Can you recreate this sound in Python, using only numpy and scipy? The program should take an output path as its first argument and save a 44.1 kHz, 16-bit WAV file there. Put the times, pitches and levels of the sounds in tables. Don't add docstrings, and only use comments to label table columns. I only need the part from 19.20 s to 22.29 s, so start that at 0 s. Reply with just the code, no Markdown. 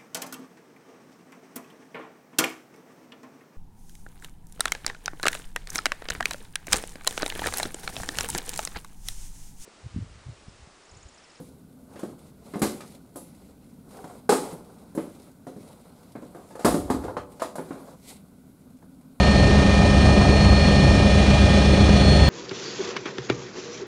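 import sys
import numpy as np
from scipy import signal
from scipy.fft import rfft, irfft, next_fast_len
from scipy.io import wavfile

SR = 44100
rng = np.random.default_rng(int(sys.argv[2]) if len(sys.argv) > 2 else 0)


def master_out(mix):
    frames = np.transpose(np.atleast_2d(mix))
    ceiling = np.clip(frames, -1, 1)
    pcm = np.round(ceiling * 32767).astype(np.int16)
    wavfile.write(sys.argv[1], SR, pcm)


N = 136269
TIME = np.arange(N) / SR
ROTOR_HZ, BLADES = 6.405, 4

WHINE_HZ = [1821.8, 2432.2, 3425, 4299.8, 8599.6]


def from_db(db):
    return 10 ** (np.asarray(db) / 20)


def in_time(rows):
    return np.interp(TIME, *np.transpose(rows))


def drift(rate_hz):
    hop, settling = 100, 1000
    pole = np.exp(-2 * np.pi * rate_hz * hop / SR)
    white = rng.standard_normal(N // hop + settling + 2)
    slow = signal.lfilter([1], [1, -2 * pole, pole * pole], white)[settling:]
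    return np.interp(np.arange(N) / hop, np.arange(len(slow)), slow / slow.std())


def noise(spectrum, repeat=0):
    hz, db = np.transpose(spectrum)
    size = next_fast_len(N)
    bin_hz = np.maximum(np.arange(size // 2 + 1) * SR / size, 1)
    comb = np.sqrt(1 - repeat ** 2) / (1 - repeat * np.exp(-2j * np.pi * bin_hz / ROTOR_HZ))
    gain = from_db(np.interp(np.log(bin_hz), np.log(hz), db)) * comb
    return irfft(rfft(rng.standard_normal(size)) * gain, size)[:N] * np.sqrt(SR / 2)


def tone(clock, hz, db, jitter_rad=0):
    return np.sqrt(2) * from_db(db) * np.sin(2 * np.pi * (hz * clock + rng.random()) + jitter_rad)


def harmonics(clock, hz, orders):
    return sum(tone(clock, hz * order, db + 0.7 * drift(3)) for order, db in orders.items())


def whine(clock, hz, db):
    return tone(clock, hz, db + 0.4 * drift(7), jitter_rad=0.14 * drift(20))


def cabin_rumble():
    # frequency in Hz, density in dB per Hz before the swell.
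    spectrum = [(12, -72), (22, -56), (33, -65), (44, -43), (70, -40.5), (105, -48.5), (122, -44),
                (200, -45), (280, -49), (400, -63.5), (900, -105)]
    # time in seconds, gain in dB.
    swell = [(0, -1), (.9, 0.5), (1.4, 0), (1.6, 3), (1.8, 0.5), (2, -2), (2.15, -1.5), (2.5, -1.5),
             (3.09, .5)]
    return noise(spectrum) * from_db(in_time(swell))


def churning(remainder, depth_db=1.6, rate_hz=11):
    churned = 0
    for edge_hz in (480, 720, 900):
        band = signal.sosfiltfilt(signal.butter(4, edge_hz, fs=SR, output="sos"), remainder)
        churned = churned + band * from_db(depth_db * drift(rate_hz))
        remainder = remainder - band
    return churned + remainder * from_db(depth_db * drift(rate_hz))


def downwash_roar(blade_pulse, chop_db=1.5):
    # frequency in Hz, density in dB per Hz before comb filtering and modulation.
    spectrum = [(150, -55.5), (310, -51.5), (415, -50), (455, -54.5), (560, -49), (650, -51), (730, -52),
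                (787, -59.5), (830, -50), (870, -60), (1010, -59.5), (1100, -64), (1220, -59), (1350, -71),
                (3000, -105)]
    # time in seconds, gain in dB.
    swell = [(0, 1.8), (.18, -0.61), (.3, 1.8), (.48, 0), (.8, 0.12), (.95, 2.2), (1.12, 1), (1.4, -0.89),
             (1.7, 0.11), (2.05, -.5), (2.65, -0.48), (3.09, -2.16)]
    roar = churning(noise(spectrum, repeat=0.39))
    return roar * from_db(in_time(swell) + chop_db * blade_pulse)


def slipstream_hiss(blade_pulse, chop_db=1):
    # frequency in Hz, density in dB per Hz before modulation.
    spectrum = [(700, -83), (1400, -67), (1750, -65.5), (1920, -64.5), (2180, -66), (2360, -62.5),
                (2550, -65.5), (3100, -64), (3750, -66.5), (4300, -63.5), (4850, -72.5), (5350, -70),
                (5800, -71.5), (6500, -73.5), (7500, -80.5), (9000, -80), (10000, -88)]
    # time in seconds, gain in dB.
    swell = [(0, -0.46), (.7, -1), (1.4, -0.42), (2.3, 0.18), (3.09, 0.19)]
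    return noise(spectrum) * from_db(in_time(swell) + chop_db * blade_pulse + 0.5 * drift(13))


def slipstream_whistle():
    # frequency in Hz, density in dB per Hz before the swell.
    spectrum = [(4700, -100), (5150, -76), (5380, -66.5), (5600, -84), (6200, -100)]
    # time in seconds, gain in dB.
    swell = [(0, -2), (.8, -4), (1.5, -3), (1.75, 3), (2.1, -5), (2.45, 1), (2.75, -7), (3.09, -5)]
    return noise(spectrum) * from_db(in_time(swell))


def rotors(clock, tail_blade_hz=69.32, rise_db_per_s=0.7):
    main_orders = {8: -29, 10: -37, 12: -29, 14: -40, 16: -31, 20: -33, 21: -33, 22: -32, 23: -33, 24: -30,
                   25: -36.5, 27: -38, 28: -41, 33: -41, 44: -37.5, 48: -38, 59: -43, 63: -39, 64: -39, 67:
                   -42, 83: -39, 87: -43, 90: -42, 91: -42}
    tail_orders = {1: -19.2, 2: -34, 3: -30}
    drone = harmonics(clock, ROTOR_HZ, main_orders) + harmonics(clock, tail_blade_hz, tail_orders)
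    return drone * from_db(rise_db_per_s * (TIME - TIME.mean()))


def drive_shaft(clock, shaft_hz=99.98):
    orders = {1: -29.5, 2: -21.7, 4: -41, 6: -38, 8: -43, 12: -51, 16: -55, 24: -45}
    return harmonics(clock, shaft_hz, orders)


def gearbox(clock):
    # frequency in Hz, rms level in dB.
    steady_tones = [(95, -30), (97.9, -28.5), (754.2, -40), (813, -49.5), (832.5, -48), (1261, -39.5),
                    (1631.3, -44.5), (1846.5, -44.5), (1892, -50), (2477, -52.5), (2792, -49.5),
                    (4100, -56), (4249, -58), (4751, -50), (6850, -58), (9050, -60.5)]
    # time in seconds, rms level in dB.
    low_mesh = [(0, -30), (.5, -31.5), (1.1, -32.5), (1.65, -32), (2.1, -36), (2.35, -34), (2.5, -39),
                (2.8, -37), (3.09, -33)]
    high_mesh = [(0, -37), (.35, -38), (.55, -34.5), (1.3, -34.5), (2.1, -33.5), (2.7, -35), (2.9, -39.5),
                 (3.09, -45)]
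    thin_whine = [(0, -42), (.3, -50), (.55, -60), (.9, -46), (1.2, -55), (1.6, -47), (2.05, -42),
                  (2.3, -40), (3.09, -36)]
    steady = sum(whine(clock, hz, db) for hz, db in steady_tones)
    swelling = zip(WHINE_HZ[:3], (low_mesh, high_mesh, thin_whine))
    return steady + sum(whine(clock, hz, in_time(levels)) for hz, levels in swelling)


def turbine(clock):
    # time in seconds, rms level in dB.
    fundamental = [(0, -33.5), (.2, -32.5), (.36, -44), (.62, -47), (.88, -36), (1.1, -36), (1.22, -31.5),
                   (1.38, -30.5), (1.6, -33.5), (1.92, -43), (2.4, -43), (2.6, -36.5), (2.72, -38.5),
                   (2.9, -26.2), (3.01, -30.5), (3.09, -27.5)]
    octave = [(0, -64), (.5, -60), (.85, -51), (1.25, -55), (1.6, -62), (2, -58), (2.7, -62), (2.9, -49.5),
              (3.09, -52)]
    partials = zip(WHINE_HZ[3:], (fundamental, octave))
    return sum(whine(clock, hz, in_time(levels)) for hz, levels in partials)


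def scene():
    # time in seconds, speed change in percent.
    speed_change = [(0, 0.041), (.4, .04), (.8, -0.013), (1.1, -0.034), (1.7, -.02), (2.1, -0.043),
                    (2.4, 0.014), (2.7, 0.062), (3.1, 0.05)]
    clock = np.cumsum(1 + in_time(speed_change) / 100) / SR
    blade_pulse = np.cos(2 * np.pi * BLADES * ROTOR_HZ * clock)
    air = cabin_rumble() + downwash_roar(blade_pulse) + slipstream_hiss(blade_pulse)
    air += slipstream_whistle()
    return (air + rotors(clock) + drive_shaft(clock) + gearbox(clock) + turbine(clock))[None]


def record(dry, cutoff_hz=10300):
    return signal.sosfilt(signal.ellip(12, .2, 80, cutoff_hz, fs=SR, output="sos"), dry)


dry = scene()
out = record(dry)
master_out(out)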